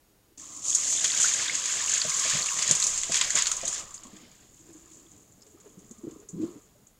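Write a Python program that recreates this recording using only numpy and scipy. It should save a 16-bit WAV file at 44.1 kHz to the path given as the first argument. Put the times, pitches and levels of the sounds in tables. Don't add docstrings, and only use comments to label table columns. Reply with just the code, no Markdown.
import sys
import numpy as np
from scipy import signal
from scipy.fft import rfft, irfft, next_fast_len
from scipy.io import wavfile
from scipy.ndimage import map_coordinates

SR = 44100
rng = np.random.default_rng(int(sys.argv[2]) if len(sys.argv) > 2 else 0)


def persist_wave(psi):
    counts = np.round(np.clip(psi, -1, 1) * 32767).astype(np.int16)
    wavfile.write(sys.argv[1], SR, np.atleast_2d(counts).T)


N = 308259

# t/s, spray level/dB, froth level/dB, bowl ring level/dB
STREAM = [(0.375, -43, -67, -71), (0.45, -46, -62, -60), (0.62, -40.5, -62, -60.5), (0.7, -27.5, -52, -54),
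          (0.9, -28.5, -42, -59), (1.05, -27, -38, -62), (1.24, -23.5, -34.5, -51.5),
          (1.55, -30.5, -37, -52.5), (1.88, -30.5, -39, -47.5), (1.96, -28, -35.5, -58),
          (2.08, -29, -37, -46.5), (2.3, -27.5, -35, -44), (2.55, -30, -39, -47), (2.75, -29.5, -34, -47),
          (2.9, -28, -40.5, -52), (3.1, -35, -47, -56.5), (3.17, -27.5, -35, -46),
          (3.345, -30.5, -40, -57.5), (3.375, -31, -29, -39.5), (3.43, -26.5, -34.5, -53.5),
          (3.46, -33, -42, -45.5), (3.56, -37.5, -44.5, -51), (3.8, -34.5, -45.5, -54),
          (3.86, -48, -57, -56), (4.24, -57.5, -63.5, -69), (4.5, -58, -67.5, -79), (4.94, -54.5, -72, -71),
          (5.3, -63, -76, -82), (6.15, -59, -72.5, -68.5), (6.27, -68, -79, -79), (6.44, -52.5, -62, -61),
          (6.73, -68.5, -83.5, -80), (6.99, -77, -100, -98)]
# f/Hz, level/dB
FROTH_TONE = [(600, -60.5), (950, -7), (1450, -5.5), (2140, -2), (2700, -2), (3350, 2.5), (3800, -1.5),
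              (4300, 0), (5200, 0.5), (7000, -16), (9000, -70)]
# f/Hz, level/dB
DRIP_TONE = [(3500, -42.5), (5500, -19), (6300, -3), (6900, 3), (7600, -2.5), (8500, -13.5), (10000, -19.5),
             (12000, -35), (15800, -51)]


def amp(db):
    return 10 ** (np.asarray(db) / 20)


def unit(x):
    return x / np.sqrt(np.mean(x ** 2) + 1e-20)


def curves(rows):
    times, *columns = np.transpose(rows)
    return [np.interp(np.arange(N) / SR, times, column, left=-120) for column in columns]


def wobble(rate):
    return map_coordinates(rng.standard_normal(int(N * rate / SR) + 4), [np.arange(N) * rate / SR])


def coloured(x, tone):
    size = 8192
    hz, db = np.transpose(tone)
    gain = amp(np.interp(np.log(np.fft.rfftfreq(size, 1 / SR) + 1), np.log(hz + 1), db))
    cepstrum = irfft(np.log(gain + 1e-6), size)
    cepstrum[1:size // 2] *= 2
    cepstrum[size // 2 + 1:] = 0
    response = irfft(np.exp(rfft(cepstrum)), size) * np.ones(x.shape[:-1] + (1,))
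    response /= np.linalg.norm(response, axis=-1, keepdims=True)
    return signal.fftconvolve(x, response, axes=-1)[..., :x.shape[-1]]


def noise(tone):
    return coloured(rng.standard_normal(N), tone)


def puffs(shape, tone):
    rows = coloured(shape * rng.standard_normal(shape.shape), tone)
    return rows / np.abs(rows).max(axis=1, keepdims=True)


def place(times, sounds):
    at = np.round(np.asarray(times) * SR).astype(int)[:, None] + np.arange(sounds.shape[1])
    return np.bincount(at.ravel(), sounds.ravel(), N + SR)[:N]


def bubbles(hz, cycles, rise, size):
    turns = np.arange(size) / SR * np.asarray(hz)[:, None]
    age = turns / cycles
    wave = np.sin(2 * np.pi * turns * (1 + rise * np.minimum(age, 2)))
    return wave * np.exp(-age) * (1 - np.exp(-2 * turns))


def kitchen():
    # f/Hz, level/dB
    room_tone = [(12, -38), (20, -0.5), (456, -13.5), (510, -13.5), (969, -19), (2500, -24), (2960, -24),
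                 (6650, -24.5), (15800, -25)]
    # f/Hz, level/dB
    whine_tone = [(6500, -58), (6700, -22), (6740, -1.5), (6780, -14), (7000, -56.5)]
    return amp(-64) * noise(room_tone) + amp(-79) * noise(whine_tone)


def rumble():
    # t/s, level/dB
    swell = [(1.8, -78), (2.37, -60), (2.61, -68.5), (2.95, -52.5), (3.18, -61), (3.64, -57.5),
             (3.89, -60.5), (4.6, -82)]
    # f/Hz, level/dB
    tone = [(10, 5), (25, 8.5), (40, 1), (80, -6.5), (160, -39)]
    return amp(curves(swell + [(4.7, -120)])[0]) * noise(tone)


def gurgle():
    # t/s, level/dB, share of the upper pitch/0-1
    flow = [(4.0, -67, 0.2), (4.17, -62.5, 0.1), (4.52, -67.5, 0.8), (4.62, -59, 0), (5.1, -60.5, 0),
            (5.3, -62, 0.43), (5.56, -62, 0.78), (6.2, -55, 0.76), (6.37, -67, 0.7), (6.48, -46.5, 0.44),
            (6.66, -64, 0.54), (6.99, -80, 0.6)]
    # f/Hz, width/Hz
    pipe = [(318, 23), (410, 28)]
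    size = next_fast_len(N + SR)
    f = np.fft.rfftfreq(size, 1 / SR)
    lumps = rfft(amp(4.8 * wobble(30)) * rng.standard_normal(N), size)
    filters = [1j * f * width / (hz * hz - f * f + 1j * f * width) for hz, width in pipe]
    low, high = [unit(irfft(lumps * gain, size)[:N]) for gain in filters]
    flow_db, upper = curves(flow)
    return amp(flow_db) * ((1 - upper) * low + upper * high)


def glugs_and_knocks():
    # t/s, level/dB, starting f/Hz, length/s
    events = [(4.05, -43, 240, 0.023), (4.127, -38.5, 191, 0.024), (4.157, -45, 306, 0.02),
              (4.225, -43, 230, 0.028), (4.747, -40.5, 306, 0.022), (4.959, -42.5, 313, 0.019),
              (5.539, -43.5, 328, 0.017), (5.699, -45, 403, 0.012), (5.77, -38, 177, 0.021),
              (5.839, -46, 215, 0.018), (5.906, -34.5, 217, 0.013), (5.981, -43.5, 205, 0.02),
              (6.033, -26.5, 331, 0.017), (6.068, -21, 322, 0.013), (6.117, -36.5, 308, 0.019),
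              (6.159, -34.5, 396, 0.0049), (6.19, -43, 391, 0.018), (6.293, -46, 393, 0.02),
              (6.33, -30, 171.5, 0.066), (6.361, -25, 180, 0.033), (6.395, -23, 307.6, 0.036),
              (6.427, -19.5, 322, 0.027), (6.473, -32.5, 320, 0.022), (6.509, -37, 354, 0.011),
              (6.555, -36, 277, 0.017), (6.752, -49.5, 574, 0.014)]
    # f/Hz, level/dB
    puff_tone = [(40, -21), (90, -6), (300, 10), (480, -3.5), (700, -26), (1500, -32), (4000, -100)]
    puff_share = 0.39
    t = np.arange(6000) / SR
    start, db, hz, length = np.transpose(events)[:, :, None]
    swell = (1 - np.exp(-t / 0.0035)) * np.exp(-(t / np.clip(length, .005, 1)) ** 1.44)
    phase = 2 * np.pi * hz * t * (1 + 0.82 * t)
    note = swell * (np.sin(phase) + 0.021 * np.sin(2 * phase))
    mix = (1 - puff_share) * note + puff_share * puffs(swell, puff_tone)
    return place(start[:, 0], amp(db) * mix)


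def drumming():
    # f/Hz, level/dB
    wall_tone = [(200, -38), (320, -4), (450, -0.5), (620, 1), (850, -2), (1500, -48), (4000, -100)]
    # f/Hz, level/dB
    basin_tone = [(30, -20), (70, -3), (170, -2), (300, -7.5), (450, -26), (2000, -100)]
    # f/Hz, level/dB
    hum_tone = [(150, -49), (260, -2.5), (310, 3), (370, -14), (600, -42)]
    filled_s, damping_s = 1.63, 0.043
    froth_db = curves(STREAM)[1]
    pouring = froth_db > -119
    drum_db = np.where(pouring, -53 + 0.18 * (froth_db + 37.5), froth_db)
    on_wall = np.clip((froth_db + 71.5) / 22, .15, 1)
    steel = 0.85 * on_wall * noise(wall_tone) + 0.5 * noise(basin_tone)
    drum = steel * amp(drum_db + 2.6 * wobble(25))
    undamped = pouring / (1 + np.exp((np.arange(N) / SR - filled_s) / damping_s))
    return drum + amp(-62.5 + 2.3 * wobble(15)) * undamped * noise(hum_tone)


def noodles():
    # t/s, level/dB, softness/0-1
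    clumps = [(2.046, -27, 0.09), (2.074, -36, 0.9), (2.25, -31.5, 0.03), (2.333, -34, 0.8),
              (2.349, -26, 0.73), (2.689, -30.5, 0.6), (2.706, -23, 0.65), (3.094, -24.5, 0.4),
              (3.207, -40.5, 0), (3.345, -30.5, 0.53), (3.631, -25.5, 0.13)]
    # f/Hz, level/dB, time to fade by 60 dB/s
    bowl_notes = [(156, -2, .09), (215, -3, .05), (490, -4, .05), (637, -5, .07)]
    # f/Hz, level/dB
    thump_tone = [(50, -17.5), (100, -4), (200, -4.5), (500, -9.5), (800, -8.5), (1500, -31), (4000, -84.5)]
    t = np.arange(8192) / SR
    hz, note_db, fade_s = np.transpose(bowl_notes)[:, :, None]
    rings = []
    for _, db, softness in clumps:
        detune = 1 + .05 * rng.standard_normal(hz.shape)
        level = db - 3.5 + note_db + 16 * (.5 - softness) * np.log2(hz / 300)
        notes = amp(level - 60 * t / fade_s) * np.sin(2 * np.pi * hz * detune * t)
        rings.append(notes.sum(axis=0) * (1 - np.exp(-t / 0.0034)))
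    start, clump_db, _ = np.transpose(clumps)
    shape = amp(-60 * t / 0.084) * (1 - np.exp(-t / 0.0007))
    thumps = amp(clump_db - 10.5)[:, None] * puffs(np.tile(shape, (len(clumps), 1)), thump_tone)
    return place(start, np.array(rings) + thumps)


def froth():
    # f/Hz, level/dB
    ring_tone = [(800, -38), (960, -5.5), (1080, -2), (1250, -3), (1700, -32)]
    # t/s, level/dB, starting f/Hz
    large_bubbles = [(0.728, -26, 3200), (0.976, -21, 3320), (0.995, -21.5, 3370), (1.0559, -18.5, 3160),
                     (1.1012, -20, 3200), (1.1188, -18.5, 4200), (1.244, -19, 1382), (1.338, -23, 3440),
                     (1.396, -25, 2000), (1.482, -18, 3440), (1.4962, -17.5, 2020), (1.8815, -24.5, 2740),
                     (2.0172, -10.5, 4300), (2.1023, -18.5, 4840), (2.118, -27, 2010), (2.427, -19, 4200),
                     (2.487, -21.5, 2580), (2.5875, -27, 3340), (2.6198, -18, 4600), (2.8256, -16.5, 3980),
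                     (2.869, -19.5, 4700), (3.122, -17.5, 4570), (3.169, -20.5, 3200), (3.3038, -25, 1830),
                     (3.4697, -15.5, 4100), (3.5143, -29, 1250), (3.673, -26.5, 3760), (3.979, -36, 4600),
                     (4.053, -47, 1050), (4.1672, -43, 3230), (5.066, -50, 3250), (5.411, -50, 4900),
                     (5.4233, -41.5, 5000), (5.432, -45, 4800), (5.573, -55, 1170), (5.703, -55, 3100)]
    _, froth_db, ring_db = curves(STREAM)
    when, pitch, strength = rng.random((9000, 3)).T
    small = bubbles(1500 * 3.6 ** pitch, cycles=6, rise=0.013, size=400)
    crowd = unit(place(when * N / SR, small * amp(15 * strength[:, None] ** 5)))
    lumps = amp(1.3 * wobble(9) + 1.6 * wobble(20))
    foam = amp(froth_db) * unit(crowd + 1.5 * noise(FROTH_TONE)) * lumps
    ring = noise(ring_tone) * amp(ring_db + 2.2 * wobble(30))
    start, db, hz = np.transpose(large_bubbles)
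    plops = amp(db)[:, None] * bubbles(hz, cycles=7.3, rise=0.039, size=1500)
    return foam + ring + place(start, plops)


def splashes():
    # t/s, level/dB, time to fade by 60 dB/s, slap relative to the burst/dB
    bursts = [(0.378, -45, 0.035, -28), (0.395, -34.5, 0.038, -17), (0.4544, -34, 0.035, -22),
              (0.5092, -42, 0.032, -24), (0.5362, -34, 0.03, -28), (0.5651, -27.5, 0.035, -35),
              (0.6528, -18.5, 0.035, -20), (0.6833, -19, 0.035, -35), (0.7276, -41.5, 0.029, -8),
              (0.7488, -8, 0.064, -28), (0.924, -19, 0.096, -10), (1.0096, -20, 0.043, -11),
              (1.0435, -13, 0.054, -5), (1.082, -31, 0.03, -20), (1.1054, -17.5, 0.026, -18),
              (1.1727, -30, 0.025, -22), (1.2087, -15, 0.029, -11), (1.2588, -17.5, 0.035, -13),
              (1.337, -15, 0.02, -17), (1.5507, -15.5, 0.028, -21), (1.6382, -23, 0.035, -15),
              (1.6571, -14.5, 0.044, -10), (1.8944, -15, 0.013, -18), (1.9376, -13, 0.014, -12),
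              (1.9794, -15.5, 0.025, -13), (2.0182, -23, 0.038, -1), (2.0953, -17.5, 0.031, -13),
              (2.1775, -16.5, 0.025, -17), (2.194, -29, 0.029, -22), (2.2383, -19.5, 0.038, -12),
              (2.2975, -17, 0.048, -6.5), (2.46, -15.5, 0.053, -8), (2.5875, -16.5, 0.1, -5.5),
              (2.6235, -13.5, 0.032, -7), (2.6778, -12.5, 0.035, -21), (2.692, -14.5, 0.035, -24.5),
              (2.7116, -1.5, 0.029, -17.5), (2.752, -14, 0.023, -31), (2.8, -15, 0.019, -26),
              (2.825, -13, 0.055, -11), (2.838, -12.5, 0.031, -25), (2.868, -8.5, 0.014, -33),
              (2.912, -21.5, 0.026, -19), (2.9769, -15, 0.029, -8.5), (3.034, -14, 0.012, -8),
              (3.1202, -18, 0.026, -6.5), (3.1438, -13.5, 0.018, -3), (3.1694, -19.5, 0.035, -13),
              (3.2121, -13, 0.03, 1.5), (3.3052, -13.5, 0.017, -8), (3.3538, -8.5, 0.024, -19),
              (3.3718, -13.5, 0.029, -12), (3.388, -14, 0.035, -26), (3.4227, -11, 0.025, -11),
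              (3.457, -20, 0.026, 2), (3.4691, -13, 0.035, -9), (3.516, -13.5, 0.015, -8),
              (3.5673, -20, 0.048, -26), (3.6143, -21.5, 0.028, -25), (3.6528, -20.5, 0.03, -18),
              (3.6786, -15, 0.032, -12), (3.704, -30, 0.03, -23), (3.7266, -21.5, 0.057, -27),
              (3.9073, -36.5, 0.042, -22), (3.9422, -25, 0.073, -27), (4.0346, -30.5, 0.068, -17),
              (4.0682, -39, 0.038, -13), (4.1644, -42.5, 0.049, -6), (4.3151, -44.5, 0.035, -13),
              (4.5915, -45, 0.026, -21), (4.7321, -44, 0.028, -29), (4.917, -46, 0.035, -8.5),
              (5.3224, -44, 0.029, -26), (5.419, -44, 0.059, -24), (5.466, -48, 0.035, -9),
              (5.6012, -43.5, 0.053, -14), (5.7906, -46, 0.042, -14), (5.911, -29.5, 0.035, -25),
              (5.9826, -45, 0.04, -21), (6.11, -42.5, 0.056, -11), (6.1998, -45, 0.035, -20),
              (6.2876, -31, 0.078, -35), (6.4163, -42.5, 0.037, -8), (6.5131, -47, 0.041, -21),
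              (6.8694, -43.5, 0.045, -31)]
    # f/Hz, level/dB
    splat_tone = [(2500, -47), (4900, -14.5), (5750, -11), (6300, -0.5), (6950, 4.5), (7600, -4),
                  (8400, -9), (10900, -29), (12500, -38), (15800, -49.5)]
    t = np.arange(6000) / SR
    start, db, fade_s, slap_db = np.transpose(bursts)[:, :, None]
    crack = amp(2.5 + .2 * (db - db.max()) - 60 * t / 0.0017)
    tail = amp(-8.5 - 60 * t / 0.19)
    shape = crack + amp(-60 * t / fade_s) + tail
    big = np.clip((db + 33) / 12, 0, 1)
    bright = big * puffs(shape, splat_tone) + (1 - big) * puffs(shape, DRIP_TONE)
    slap = amp(slap_db) * puffs(shape, FROTH_TONE)
    return place(start[:, 0], amp(db) * (bright + slap))


def spray():
    # f/Hz, level/dB
    spray_tone = [(1500, -53.5), (2500, -24.5), (4900, -16.5), (5750, -10.5), (6300, -3), (6950, 0),
                  (7600, -4.5), (8400, -14.5), (10900, -31), (12500, -40), (14400, -49), (15800, -77)]
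    # f/Hz, level/dB
    tick_tone = [(8000, -52.5), (10500, -5.5), (12000, -9.5), (14500, -1), (15800, -17.5)]
    puff_fade_s, tick_fade_s = 0.012, 0.008
    spray_db = curves(STREAM)[0]
    t = np.arange(1024) / SR
    when, strength = rng.random((4000, 2)).T
    hits = place(when * N / SR, amp(8.0 * strength[:, None] ** 5.1))
    bursts = unit(signal.fftconvolve(hits, amp(-60 * t / puff_fade_s))[:N])
    hiss = np.clip((spray_db + 87.5) / 35, .3, 2)
    shape = (bursts + hiss) / np.sqrt(1 + hiss ** 2 + 2.67 * hiss)
    patter = shape * amp(1.8 * wobble(14)) * rng.standard_normal(N)
    broad = np.clip((spray_db + 64) / 21, 0, 1)
    drops = broad * coloured(patter, spray_tone) + (1 - broad) * coloured(patter, DRIP_TONE)
    when, strength = rng.random((1200, 2)).T
    ticks = unit(place(when * N / SR, amp(22 * strength[:, None] ** 4 - 60 * t[:600] / tick_fade_s)))
    treble = amp(-38 + 4 * wobble(12)) * coloured(ticks * rng.standard_normal(N), tick_tone)
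    return amp(spray_db) * (drops + treble)


def scene():
    background = kitchen() + rumble() + gurgle() + glugs_and_knocks()
    pour = drumming() + noodles() + froth() + splashes() + spray()
    return (background + pour)[None]


def record(dry):
    top_hz = 15800
    size = next_fast_len(N + SR)
    kept = np.fft.rfftfreq(size, 1 / SR) < top_hz
    return irfft(rfft(dry, size) * kept, size)[:, :N]


dry = scene()
out = record(dry)
persist_wave(out)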